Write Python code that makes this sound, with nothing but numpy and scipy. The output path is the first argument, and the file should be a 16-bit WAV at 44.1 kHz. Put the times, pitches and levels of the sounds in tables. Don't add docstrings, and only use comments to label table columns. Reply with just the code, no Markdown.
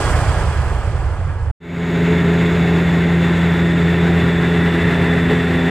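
import sys
import numpy as np
from scipy import signal
from scipy.fft import rfft, irfft
from scipy.io import wavfile
from scipy.ndimage import uniform_filter1d

SR = 44100
rng = np.random.default_rng(int(sys.argv[2]) if len(sys.argv) > 2 else 0)


def pcm_store(signal):
    levels = np.round(np.clip(np.atleast_2d(signal), -1, 1) * 32767)
    wavfile.write(sys.argv[1], SR, levels.astype(np.int16).T)


N = 251370
TIME_S = np.arange(N) / SR
FREQ_HZ = np.maximum(np.fft.rfftfreq(N, 1 / SR), 1)

# f/Hz, relative density/dB
ROAR_SPECTRUM = [(150, -9.5), (420, -.5), (850, -0.5), (1600, -5), (2300, -12.5), (3200, -15.5),
                 (3750, -22.5), (4600, -19), (6100, -24.5), (8000, -19), (10200, -27.5), (11400, -42),
                 (12600, -36.5), (15500, -43)]
# f/Hz, left minus right/dB
ROAR_BALANCE = [(300, -2.5), (1200, -1.5), (2400, -6), (3200, -11.5), (4300, 3), (5000, -6), (6300, -8),
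                (8200, -15), (10000, -12), (12500, -6), (15000, -11)]
# f/Hz, correlation/1
ROAR_CORRELATION = [(1300, 1), (2000, 1), (3100, 0.06), (6800, .05)]
# f/Hz, width/Hz, level re roar/dB, left minus right/dB, beaming loss/(dB per distance dB)
TURBINE_LINES = [(1653, 30, -17, -1, .1), (2390, 40, -27, -6, .3), (3338, 30, -25, -12, .25),
                 (4974, 50, -28.5, 0, 1.4), (8280, 110, -24.5, -16, 1.3)]
# f/Hz, relative density/dB
RUMBLE_SPECTRUM = [(18, -12), (30, -9.5), (40, -3.5), (56, -3), (72, 2), (95, -3.5), (120, -5), (160, -13),
                   (190, -23), (230, -33)]
# harmonic/1, mean level/dB, standing-wave ripple/dB, ripple reference t/s, flutter/dB
BLADE_TONES = [(1, -27.5, 2.5, 3.5, 1.1), (2, -17, 1.77, 3, 0.24), (3, -27.5, 3.5, 5.5, 0.9),
               (4, -32.5, 1.5, 4, 2), (5, -31, 2.5, 2, 1), (6, -44, -4, 0, 1), (7, -51.5, -7, 0, 3),
               (8, -43, 1, 0, 2.5), (9, -45, 5, 0, 2.5), (11, -59, 2, 0, 6)]
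# f/Hz, relative density/dB
BOOM_SPECTRUM = [(20, -28), (45, -15), (65, -4), (105, -2.5), (138, 4), (165, 0.5), (200, -3), (230, -6),
                 (295, -4), (380, -1), (425, 1.5), (460, -10.5), (600, -10.5)]
# f/Hz, relative density/dB
RUSH_SPECTRUM = [(300, -32), (480, -8.5), (620, -6.5), (800, -1.5), (1050, -2.5), (1230, -5), (1400, 0),
                 (2150, -3), (2400, -7.5), (2720, -7.5), (3100, -14), (3850, -14.5), (4250, -21.5),
                 (5800, -29.5), (8000, -35), (10500, -37.5), (15500, -40)]
# f/Hz, width/Hz, base level/dB, swell factor/1
HISS_RESONANCES = [(1869, 270, -31, 1.09), (2160, 170, -39, -1.8), (2660, 120, -43, 0.62),
                   (3502, 124, -41.3, 0.82), (3615, 190, -46.5, 0.55), (3770, 160, -49.5, -.8),
                   (6850, 430, -54, -1.3), (7610, 450, -54.5, .3), (8560, 310, -65, 1),
                   (9400, 180, -69.5, 1.74), (13750, 450, -72, -0.62)]
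# delay/ms, level/dB
WALL_REFLECTIONS = [(3.1, -32), (5.9, -17), (9.7, -23), (14.3, -23), (21.1, -20.5)]
# t/s, half length/s, boom lift/dB, lift of the bright layers/dB
SLIPSTREAM_GUSTS = [(2.1, 0.38, 1.5, -0.3), (4.9, 0.12, 1.7, 1.5), (5.317, 0.018, 6.5, 3.5)]

def from_db(db):
    return 10 ** (np.asarray(db) / 20)

def rms_one(x):
    return x / np.sqrt(np.mean(x ** 2) + 1e-20)

def at_hz(points, hz):
    knots_hz, values = np.transpose(points)
    return np.interp(np.log(hz), np.log(knots_hz), values)

def noise(gain):
    return rms_one(irfft(rfft(rng.standard_normal(N)) * gain, N))

def colour(spectrum):
    low_hz, high_hz = spectrum[0][0], spectrum[-1][0]
    skirts = np.minimum(1, np.minimum(FREQ_HZ / low_hz, high_hz / FREQ_HZ)) ** 4
    return from_db(at_hz(spectrum, FREQ_HZ)) * skirts

def drift(rate_hz):
    size = N // 64
    hz = np.fft.rfftfreq(size, TIME_S[-1] / size)
    slow = irfft(rfft(rng.standard_normal(size)) / (1 + (hz / rate_hz) ** 2), size)
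    return np.interp(TIME_S, np.linspace(0, TIME_S[-1], size), rms_one(slow))

def resonance(hz, width_hz):
    return noise(1 / (1 + ((FREQ_HZ - hz) / (0.69 * width_hz)) ** 2))

def pan(balance_db):
    ears = from_db(np.array([[.5], [-.5]]) * balance_db)
    return ears / np.sqrt(np.mean(ears ** 2, axis=0))

def air_absorption(hz, knee_hz=3200):
    return 0.96 * hz ** 2 / (hz ** 2 + knee_hz ** 2)

def jet_roar(distance_db, flicker_db=1.0):
    correlation = np.clip(at_hz(ROAR_CORRELATION, FREQ_HZ), 0, 1)
    mid, side = rfft(rng.standard_normal((2, N)))
    stereo = np.sqrt(1 + correlation) * mid + np.sqrt(1 - correlation) * side * [[1], [-1]]
    spectrum = colour(ROAR_SPECTRUM) * pan(at_hz(ROAR_BALANCE, FREQ_HZ)) * stereo
    spectrum /= np.std(irfft(spectrum, N))
    roar = 0
    for hz in 250 * 2 ** np.arange(7):
        band = np.clip(1 - np.abs(np.log2(np.maximum(FREQ_HZ, 250) / hz)), 0, 1)
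        band_db = air_absorption(hz) * distance_db - flicker_db * drift(20)
        roar += from_db(band_db) * irfft(spectrum * band, N)
    return roar

def turbine_whine(distance_db):
    whine = 0
    for hz, width_hz, level_db, balance_db, beaming in TURBINE_LINES:
        line_db = level_db + (air_absorption(hz) + beaming) * distance_db
        whine += from_db(line_db) * pan(balance_db) * resonance(hz, width_hz)
    return whine

def jet_rumble(level_db=-14.5, fade_db_per_s=3, top_hz=120, top_fade_db_per_s=5, lumps_db=1.0):
    rumble = noise(colour(RUMBLE_SPECTRUM))
    local_power = uniform_filter1d(rumble ** 2, size=SR // 8)
    rumble = rms_one(rumble / local_power ** 0.285)
    top = irfft(rfft(rumble) / (1 + (top_hz / FREQ_HZ) ** 6), N)
    rumble = rumble - top + top * from_db(-top_fade_db_per_s * TIME_S)
    rumble *= from_db(lumps_db * drift(14))
    diffuse = from_db(-19) * np.array([noise(colour(RUMBLE_SPECTRUM)) for ear in range(2)])
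    rise_db = np.interp(TIME_S, [0, 0.11], [-4.5, 0])
    return from_db(level_db + rise_db - fade_db_per_s * TIME_S) * (pan(-4.0) * rumble + diffuse)

def jet(roar_db=-20.5, fade_db_per_s=9, stop_s=1.514, right_lag_ms=.045):
    distance_db = -fade_db_per_s * (np.minimum(TIME_S, stop_s) - .25)
    engine = jet_roar(distance_db) + turbine_whine(distance_db)
    left, right = from_db(roar_db - fade_db_per_s * TIME_S) * engine + jet_rumble()
    right = np.interp(TIME_S - right_lag_ms / 1000, TIME_S, right)
    gate = np.clip((stop_s - TIME_S) / 0.0053, 0, 1)
    return gate * np.array([left, right])

def standing_wave(hz, reference_s, listener_m_per_s=0.16, sound_m_per_s=343):
    path_m = listener_m_per_s * (TIME_S - reference_s)
    half_wavelength_m = sound_m_per_s / hz / 2
    return np.cos(2 * np.pi * path_m / half_wavelength_m)

def propellers(blade_hz=84.97, jitter_rad=0.078):
    phase_rad = 2 * np.pi * blade_hz * TIME_S + jitter_rad * drift(2.2)
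    drone = 0
    for harmonic, mean_db, ripple_db, reference_s, flutter_db in BLADE_TONES:
        tone = -np.sqrt(2) * np.cos(harmonic * phase_rad + harmonic % 2 * np.pi / 2)
        ripple = standing_wave(harmonic * blade_hz, reference_s)
        drone += from_db(mean_db + ripple_db * ripple + flutter_db * drift(11)) * tone
    return drone

def window_hiss(swell_db, flutter_db=0.95):
    return sum(from_db(level_db + factor * swell_db + flutter_db * drift(8.1)) * resonance(hz, width_hz)
               for hz, width_hz, level_db, factor in HISS_RESONANCES)

def compressor_whistle(swell_db, centre_hz=3493, wobble_hz=34.1, base_db=-42.5, flutter_db=1.5):
    hz = centre_hz + wobble_hz * drift(45.3)
    level_db = base_db + .25 * swell_db + flutter_db * drift(25)
    return from_db(level_db) * np.sqrt(2) * np.sin(2 * np.pi * np.cumsum(hz) / SR)

def wall_reflections(direct, sway_ms=0.14):
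    combed = direct.copy()
    for delay_ms, level_db in WALL_REFLECTIONS:
        lag_s = (delay_ms + sway_ms * drift(.3)) / 1000
        combed += from_db(level_db) * np.interp(TIME_S - lag_s, TIME_S, direct)
    return combed

def gusts():
    return sum(np.outer([boom_db, bright_db], np.exp(-((TIME_S - peak_s) / half_s) ** 2))
               for peak_s, half_s, boom_db, bright_db in SLIPSTREAM_GUSTS)

def airflow(boom_db=-21.5, boom_flutter_db=0.3, rush_db=-26.5, buffet_db=0.73, bright_trim_db=-.5):
    boom_lift_db, bright_lift_db = gusts()
    swell_db = np.interp(TIME_S, [2.2, 4.9], [-3, 3])
    buffet = from_db(bright_lift_db + buffet_db * drift(14))
    boom = from_db(boom_db + boom_lift_db - boom_flutter_db * drift(8.1)) * noise(colour(BOOM_SPECTRUM))
    rush = from_db(rush_db) * noise(colour(RUSH_SPECTRUM))
    bright = buffet * (rush + window_hiss(swell_db) + compressor_whistle(swell_db))
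    return boom + from_db(bright_trim_db) * wall_reflections(bright)

def scene(cabin_start_s=1.601, cabin_fade_s=0.48):
    fade_in = np.clip((TIME_S - cabin_start_s) / cabin_fade_s, 0, 1) ** 0.88
    side_treble = from_db(-86) * resonance(hz=8500, width_hz=4000) * np.array([[1], [-1]])
    return jet() + fade_in * (propellers() + airflow() + side_treble)

def record(dry, ease_s=.003, cutoff_hz=15500):
    ends = np.clip(np.minimum(TIME_S, TIME_S[-1] - TIME_S) / ease_s, 0, 1)
    return signal.sosfilt(signal.ellip(14, .1, 90, cutoff_hz, fs=SR, output="sos"), dry * ends)

dry = scene()
out = record(dry)
pcm_store(out)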